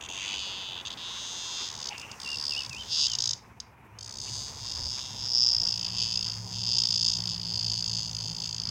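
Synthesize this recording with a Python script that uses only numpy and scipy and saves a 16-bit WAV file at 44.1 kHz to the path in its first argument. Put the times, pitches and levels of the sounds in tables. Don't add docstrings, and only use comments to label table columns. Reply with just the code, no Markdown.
import sys
import numpy as np
from scipy import signal
from scipy.fft import rfft, irfft, next_fast_len
from scipy.io import wavfile
from scipy.ndimage import uniform_filter1d, map_coordinates

SR = 44100
rng = np.random.default_rng(int(sys.argv[2]) if len(sys.argv) > 2 else 0)


def generate_wav(signal):
    frames = np.transpose(np.atleast_2d(signal))
    scaled = np.clip(frames, -1, 1) * 32767
    pcm = np.round(scaled).astype(np.int16)
    wavfile.write(sys.argv[1], SR, pcm)


N = 383669
TIME = np.arange(N) / SR
FAST_N = next_fast_len(N, real=True)

# (first stroke t/s, last stroke limit t/s, stroke rate f/Hz before spin-up and hurry, same at the end,
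# tymbals at work, they take turns from t/s, until t/s, later ribs as a share of the first click before
# freshness and purity, unsteadiness 0-1 once settled, sharp edge level/dB relative to the snap when no longer fresh)
BURSTS = [(0.01, 0.06, 99, 100, 2, .064, .064, 0.43, .9, -23),
          (0.088, 0.811, 99, 86, 2, .41, .68, 0.32, 0.24, -23.5),
          (0.852, 0.88, 110, 93, 2, .882, .882, 0.26, 0.3, -27),
          (0.904, 0.936, 96, 96, 2, .94, .94, 0.44, .25, -24),
          (0.973, 1.675, 89, 83, 2, 0.95, 1.672, .65, 0.38, -23.5),
          (1.686, 1.888, 86, 58, 1, 1.684, 1.684, 0.7, 1, -25.5),
          (2.201, 2.663, 74, 70, 1, 2.199, 2.199, 0.48, .45, -13),
          (2.794, 3.066, 85, 61, 2, 2.85, 3.066, .5, 0.59, -25.5),
          (3.988, 8.69, 54.5, 55.7, 2, 4.21, 8.69, 0.42, 0.99, -19.5)]
# (t/s, extra stroke rate f/Hz)
HURRY = [(3.99, 0), (4.05, 9), (4.55, 19), (4.72, 0), (4.86, 9), (5.15, 11), (5.75, 1), (5.95, 4.5),
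         (6.3, 1), (6.42, 11), (6.62, 8), (6.75, 3), (8.1, 0)]
# (t/s, clicks, first level/dB, last level/dB, sharp edge level/dB relative to the snap)
STUTTERS = [(1.979, 3, -28.5, -32, -7), (2.1145, 1, -28.5, -28.5, -13), (2.6942, 1, -27, -27.5, -9),
            (2.729, 4, -28.5, -34, -10), (3.081, 5, -21.5, -15, -22), (3.186, 8, -15, -15, -19.5),
            (3.332, 1, -17, -17.5, -21), (3.6009, 1, -24, -23.5, -16)]
# (t/s, belly level/dB, ring level/dB, snap level/dB)
FAST_PHRASE_LEVELS = [(.03, -45, -61, -48.5), (.27, -35.5, -43.5, -42), (.45, -38, -42, -47),
                      (.8, -40, -54, -58), (.87, -38.5, -46.5, -45.5), (.96, -45, -50, -59),
                      (1.05, -39, -50, -51), (1.3, -41.5, -47, -42), (1.64, -38.5, -40, -42.5),
                      (1.74, -50.5, -49, -49), (1.87, -43.5, -37, -41.5)]
BROKEN_PHRASE_LEVELS = [(2.2, -50.5, -45.5, -52.5), (2.32, -48.5, -37, -50.5), (2.48, -46, -32, -48.5),
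                        (2.87, -50.5, -50.5, -54), (2.92, -35.5, -29, -39.5), (3.04, -34.5, -27.5, -35.5)]
LONG_PHRASE_LEVELS = [(4.0, -59, -47.5, -50.5), (4.33, -49, -39, -41.5), (4.46, -52, -43, -46),
                      (4.53, -58, -50, -51), (4.66, -48, -39.5, -47), (4.88, -49.5, -33, -44.5),
                      (5.03, -45, -42.5, -46.5), (5.15, -49, -44, -49.5), (5.35, -47, -24, -45),
                      (5.65, -48, -28, -45.5), (5.8, -47, -36, -47.5), (6.03, -41.5, -31.5, -42),
                      (6.3, -46.5, -33.5, -45.5), (6.42, -61, -45, -51.5), (6.56, -48.5, -40, -47),
                      (6.67, -41, -27.5, -40.5), (7.09, -41, -27, -37), (7.125, -45, -33, -41),
                      (7.39, -49, -37.5, -50.5), (7.55, -46.5, -31, -44), (7.98, -46.5, -33, -41),
                      (8.23, -49.5, -37, -45), (8.58, -49.5, -39, -47), (8.69, -49, -33, -44)]
# (t/s, belly resonance f/Hz, tymbal ring f/Hz)
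BODY_POSE = [(0, 3100, 4680), (.8, 3300, 4610), (1.1, 3440, 4930), (2.95, 3450, 4950), (3.3, 3600, 5050),
             (4.3, 3490, 4810), (5.45, 3402, 5160), (5.9, 3200, 4895), (7.0, 3405, 4934), (7.5, 3290, 4810)]
# (f/Hz, whole length/ms, level/dB within its group)
BELLY_MODES = [(2963, 3.3, 5), (3550, 1.96, 14.5)]
PLATE_MODES = [(4934, 2.68, 0)]
SNAP_MODES = [(5700, 4.1, -1), (6171, 4.8, 6), (6661, 3.06, 10), (7260, 1.9, -0.5)]
EDGE_MODES = [(8103, 1.05, 1.5), (9925, 1.25, -10.5), (14250, 0.96, -13.5)]
BELLY_HZ, RING_HZ = 3432, 4913

SPIN_UP, SPIN_UP_S, SAG_POWER = .2, .04, 2.5
FRESH_S, FRESH_EDGE_DB, FRESH_RATTLE = 0.95, 8.5, 0.66
STALL_HZ = 57.1
TOGETHER_MS, TOGETHER_HZ, PARTING_MS_PER_HZ, WIDEST_SHARE = 2.3, 54.15, .7, .43
SLIDE_MS, SLIDE_HZ = 2.3, 16
IN_STEP_MS = 2
UNEVEN_DB = 1.27
SWELL_DB, SWELL_HZ = 1.3, 14
PURE_FROM_DB, PURITY = 8, 0.42
RIB_MS, LAST_RIB_MS, LAST_SHARE = 2.2, 3.4, .5
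JITTER_MS, GLIDE_MS, GLIDE_HZ = .035, .1, 3
BELLY_RATTLE, SNAP_RATTLE, LOSS = 1.3, 1.6, .3
SCATTER = .008

# (t/s, length/s, centre f/Hz, width f/Hz, level/dB)
SCUFFS = [(0.121, 0.29, 2550, 700, -45), (1.896, 0.076, 2620, 1000, -44), (1.886, 0.055, 866, 120, -46.5),
          (1.942, 0.15, 2720, 500, -48.5), (2.06, 0.12, 2730, 500, -53), (2.66, 0.085, 121, 40, -49),
          (2.786, 0.19, 6140, 1200, -69), (3.33, 0.071, 5900, 1800, -58), (4.266, 0.036, 2770, 400, -51),
          (4.254, .14, 104, 38.2, -50.5), (4.702, 0.24, 77, 30, -48)]
# (t/s, pitch f/Hz before smoothing and waver, level/dB before the taper)
BIRD_NOTES = [
    [(2.235, 3000, -57), (2.26, 2760, -44), (2.28, 2740, -41), (2.305, 2860, -42), (2.33, 2790, -38.5),
     (2.362, 2700, -43)],
    [(2.498, 3060, -49), (2.53, 2690, -39), (2.55, 2540, -46), (2.566, 2750, -39), (2.585, 3050, -31.5),
     (2.605, 2790, -42), (2.628, 2520, -41)],
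    [(2.705, 2720, -43), (2.745, 2410, -43.5), (2.77, 2740, -43.5), (2.79, 3140, -43), (2.83, 3020, -36.5)],
    [(3.03, 2590, -42), (3.09, 3280, -41), (3.148, 2790, -41)],
    [(3.88, 2300, -75), (3.97, 3000, -71), (4.04, 3200, -59)],
]
# (f/Hz, time to fall by 60 dB/s)
YARD_DECAY = [(500, 0.065), (3000, 0.3), (6000, 0.28), (12000, 0.018)]
NEAR_S = .006
# (t/s, f/Hz, level/dB)
LOW_DRONE = [(3.15, 122, -54), (3.3, 120.6, -50), (3.6, 108, -69), (4.0, 106.1, -54.5), (5.3, 105, -53),
             (6.6, 110.8, -44.5), (7.6, 108.9, -45.5), (8.7, 113.6, -49)]
UPPER_DRONE = [(5.68, 181.3, -51.5), (7.0, 176.1, -50), (7.3, 173.5, -44.5), (7.7, 171.1, -47.5),
               (8.7, 165, -49.5)]
# (t/s, rumble level/dB, wash level/dB, traffic murmur level/dB, hiss level/dB)
AIR_LEVELS = [(0.0, -59, -53, -55.5, -72), (1.5, -60.5, -53, -52, -63.5), (3.1, -55.5, -56.5, -58, -60.5),
              (3.78, -61, -60.5, -63.5, -92), (4.38, -52.5, -55, -58, -62), (8.48, -51.5, -56, -63, -62),
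              (8.7, -49, -57.5, -56, -70)]
# (f/Hz, level/dB per Hz)
RUMBLE_SPECTRUM = [(20, -13), (35, -45), (58, 3), (85, 0), (125, 2), (160, -10), (215, -4.5), (280, -17),
                   (500, -45.5)]
WASH_SPECTRUM = [(50, -31), (130, 2.5), (280, 2), (420, 2), (620, 0), (820, 4.5), (980, 6.5), (1200, -27.5),
                 (2000, -27)]
MURMUR_SPECTRUM = [(600, -51), (900, 0.5), (1040, 8), (1150, 2.5), (1400, 1), (1800, -1), (2500, -1.5),
                   (3200, -14.5), (6000, -37), (11000, -35)]
HISS_SPECTRUM = [(2000, -21), (6000, 11), (11500, -12), (14500, -8.5)]
TOP_HZ = 15950


def buzz():
    return sum(burst(*row) for row in BURSTS)


def burst(start, end, cruise_hz, end_hz, tymbals, apart_from, apart_until, rattle, unsteady, edge_db,
          jitter_ms=.2, lag_jitter_ms=.6, unsettled=.95):
    times, hz = pace(start, end, cruise_hz, end_hz)
    settled = times >= apart_from
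    fresh = np.exp(-(times - start) / FRESH_S)
    unsteady = np.where(settled, unsteady, unsettled)

    parting_ms = PARTING_MS_PER_HZ * np.maximum(hz - TOGETHER_HZ, 0)
    slide_ms = unsteady * SLIDE_MS * wander(times, SLIDE_HZ)
    lag_ms = abs(TOGETHER_MS + parting_ms + slide_ms)
    lag_ms = np.minimum(lag_ms, WIDEST_SHARE * 1000 / hz)
    lag_ms = np.where(settled & (times < apart_until), lag_ms, IN_STEP_MS)

    levels_db = follow(FAST_PHRASE_LEVELS + BROKEN_PHRASE_LEVELS + LONG_PHRASE_LEVELS, times)
    belly_db, ring_db, _ = levels_db
    swell_db = SWELL_DB * unsteady * wander(times, SWELL_HZ)
    purity_db = -PURITY * np.maximum(ring_db - belly_db - PURE_FROM_DB, 0)
    rattle = rattle * (1 + FRESH_RATTLE * fresh) * amp(purity_db)

    count = round(tymbals)
    out = np.zeros(N)
    for late_ms, spread_ms in [(0, jitter_ms), (lag_ms, lag_jitter_ms)][:count]:
        slip, force = unsteady * rng.standard_normal((len(times), 2)).T
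        levels = [amp(db + swell_db + UNEVEN_DB * force) / np.sqrt(hz * count) for db in levels_db]
        at = times + (late_ms + slip * spread_ms) / 1000
        out += buckle(at, levels, rattle, unsteady, edge_db + FRESH_EDGE_DB * fresh)
    return out


def pace(start, end, cruise_hz, end_hz):
    age = np.linspace(0, end - start, num=2000)
    hz = cruise_hz + (end_hz - cruise_hz) * (age / age[-1]) ** SAG_POWER
    hz = hz + follow(HURRY, start + age)[0]
    hz = hz * (1 - SPIN_UP * np.exp(-age / SPIN_UP_S))
    turns = (np.cumsum(hz) - hz[0]) * age[1]
    strokes = np.linspace(0, turns[-1], num=round(turns[-1]) + 1)
    return start + np.interp(strokes, turns, age), np.interp(strokes, turns, hz)


def stutter(belly_db=-42, ring_db=-34, snap_db=-38, late_ms=1.1, rattle=0.69, unsteady=.7):
    out = np.zeros(N)
    for s, clicks, first_db, last_db, edge_db in STUTTERS:
        db = np.linspace(first_db, last_db, num=round(clicks))
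        times = s + late_ms / 1000 + np.arange(len(db)) / STALL_HZ
        levels = [amp(db + part) for part in (belly_db, ring_db, snap_db)]
        out += buckle(times, levels, np.full(len(db), rattle), np.full(len(db), unsteady), edge_db)
    return out


def buckle(times, levels, rattle, unsteady, edge_db, belly_late_ms=.45, snap_late_ms=1.0):
    belly_hz, ring_hz = follow(BODY_POSE, times)
    chance = unsteady[:, None] * rng.standard_normal((len(times), 4))
    delay_ms = np.array([0, RIB_MS, LAST_RIB_MS]) + JITTER_MS * chance[:, 1:]
    delay_ms = delay_ms + GLIDE_MS * wander(times, GLIDE_HZ)[:, None] * np.arange(3)
    rib_times = (times[:, None] + delay_ms / 1000).ravel()

    steady = np.ones(len(times))
    detune = 1 + SCATTER * chance[:, 0]
    belly, ring, snap = levels
    parts = [(BELLY_MODES, belly, belly_hz / BELLY_HZ, steady, BELLY_RATTLE * rattle, belly_late_ms),
             (PLATE_MODES, ring, ring_hz / RING_HZ, 1 + LOSS * rattle, rattle, 0),
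             (SNAP_MODES, snap, steady, steady, SNAP_RATTLE * rattle, snap_late_ms),
             (EDGE_MODES, snap * amp(edge_db), steady, steady, rattle, snap_late_ms)]
    out = np.zeros(N)
    for modes, level, stretch, damping, share, late_ms in parts:
        ribs = np.transpose([steady, share, LAST_SHARE * share])
        sizes = level[:, None] * ribs / np.linalg.norm(ribs, axis=1, keepdims=True)
        answer = rib_times + late_ms / 1000
        out += strike(answer, sizes.ravel(), modes, np.repeat(stretch * detune, 3), np.repeat(damping, 3))
    return out


def strike(times, sizes, modes, stretch, damping):
    t = np.arange(-100, 101) / SR
    rings = np.zeros((len(times), len(t)))
    for hz, length_ms, db in modes:
        age = np.clip(1000 * t * damping[:, None] / length_ms, -.5, .5)
        swell = np.cos(np.pi * age) ** 2
        rings += amp(db) * swell * np.sin(2 * np.pi * hz * stretch[:, None] * (t - t[0]))
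    rings *= (sizes / np.sqrt((rings ** 2).sum(1) / SR))[:, None]
    out = np.zeros(N)
    for s, ring in zip(times, rings):
        add(out, s + t[0], ring)
    return out


def scuffs(grain_db=4.0):
    out, hz = np.zeros(N), np.fft.rfftfreq(SR, 1 / SR)
    for s, length, centre_hz, width_hz, db in SCUFFS:
        grain = unit(uniform_filter1d(rng.standard_normal(SR), size=120))
        grit = rng.standard_normal(SR) * amp(grain_db * grain)
        resonance = 1 / (1 + (2 * (hz - centre_hz) / width_hz) ** 2)
        rub = irfft(rfft(grit) * resonance, SR)[:int(length * SR)]
        add(out, s, amp(db) * unit(rub * signal.windows.tukey(len(rub), .7)))
    return out


def bird(waver=0.01):
    out, wobble = np.zeros(N), 1 + waver * drift(148.6)
    for note in BIRD_NOTES:
        t = np.arange(note[0][0], note[-1][0], 1 / SR)
        hz, db = follow(note, t)
        smooth_hz = uniform_filter1d(hz, size=500)
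        turns = np.cumsum(smooth_hz * np.interp(t, TIME, wobble)) / SR
        whistle = unit(np.sin(2 * np.pi * turns))
        add(out, t[0], amp(db) * whistle * signal.windows.tukey(len(t), .15))
    return out


def yard(x, near_db=-17, far_db=-20):
    taps = rng.standard_normal(SR // 2)
    hz, t, z = signal.stft(taps, SR, nperseg=256)
    decay = amp(-60 * t / spectrum_at(YARD_DECAY, hz)[:, None])
    far = signal.istft(z * decay, SR, nperseg=256)[1][:len(taps)]
    age = np.arange(len(taps)) / SR
    near = rng.standard_normal(len(taps)) * np.exp(-age / NEAR_S) * (age > .001)
    far = far * (age > .006)
    echo = amp(near_db) * near / np.linalg.norm(near) + amp(far_db) * far / np.linalg.norm(far)
    return signal.fftconvolve(x, echo)[:N]


def engine(rows, db, waver=0.01, flutter_db=2.5, fade_s=.1):
    hz, level_db = follow(rows, TIME)
    tone = unit(np.sin(2 * np.pi * np.cumsum(hz * (1 + waver * drift(7.9))) / SR))
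    fade = np.clip((TIME - rows[0][0]) / fade_s + 1, 0, 1)
    return tone * amp(db + level_db + flutter_db * drift(13.0)) * fade


def air(rumble_db=2.5, wash_db=0., murmur_db=2.0, hiss_db=6.0, gust_db=2.01):
    rumble, wash, murmur, hiss = follow(AIR_LEVELS, TIME)
    out = noise(RUMBLE_SPECTRUM) * amp(rumble + rumble_db)
    out += noise(WASH_SPECTRUM) * amp(wash + wash_db + gust_db * drift(21))
    out += noise(MURMUR_SPECTRUM) * amp(murmur + murmur_db + gust_db * drift(24))
    out += noise(HISS_SPECTRUM) * amp(hiss + hiss_db)
    return out


def noise(spectrum):
    gain = amp(spectrum_at(spectrum, np.fft.rfftfreq(FAST_N, 1 / SR)))
    return unit(irfft(rfft(rng.standard_normal(FAST_N)) * gain, FAST_N)[:N])


def drift(hz):
    lowpass = 1 / (1 + (np.fft.rfftfreq(FAST_N, 1 / SR) / hz) ** 4)
    return unit(irfft(rfft(rng.standard_normal(FAST_N)) * lowpass, FAST_N)[:N])


def wander(times, hz):
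    return map_coordinates(rng.standard_normal(400), [times * hz], order=3, mode="reflect")


def amp(db):
    return 10 ** (np.asarray(db) / 20)


def unit(x):
    return x / np.sqrt(np.mean(x ** 2) + 1e-20)


def follow(rows, t):
    s, *columns = np.transpose(rows)
    return [np.interp(t, s, c) for c in columns]


def spectrum_at(points, hz):
    f, value = np.transpose(points)
    return np.interp(np.log(hz + 1), np.log(f + 1), value)


def add(mix, s, sound):
    part = mix[max(round(s * SR), 0):][:len(sound)]
    part += sound[:len(part)]


def scene(bird_echo_db=5):
    close = buzz() + stutter() + scuffs()
    song = bird()
    echo = yard(close + amp(bird_echo_db) * song)
    hum = engine(LOW_DRONE, db=0.0) + engine(UPPER_DRONE, db=-1.5)
    return (close + song + echo + hum + air())[None]


def record(dry):
    lowpass = signal.firwin(511, TOP_HZ, window=("kaiser", 9), fs=SR)
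    return signal.oaconvolve(dry, lowpass[None], "same")


dry = scene()
out = record(dry)
generate_wav(out)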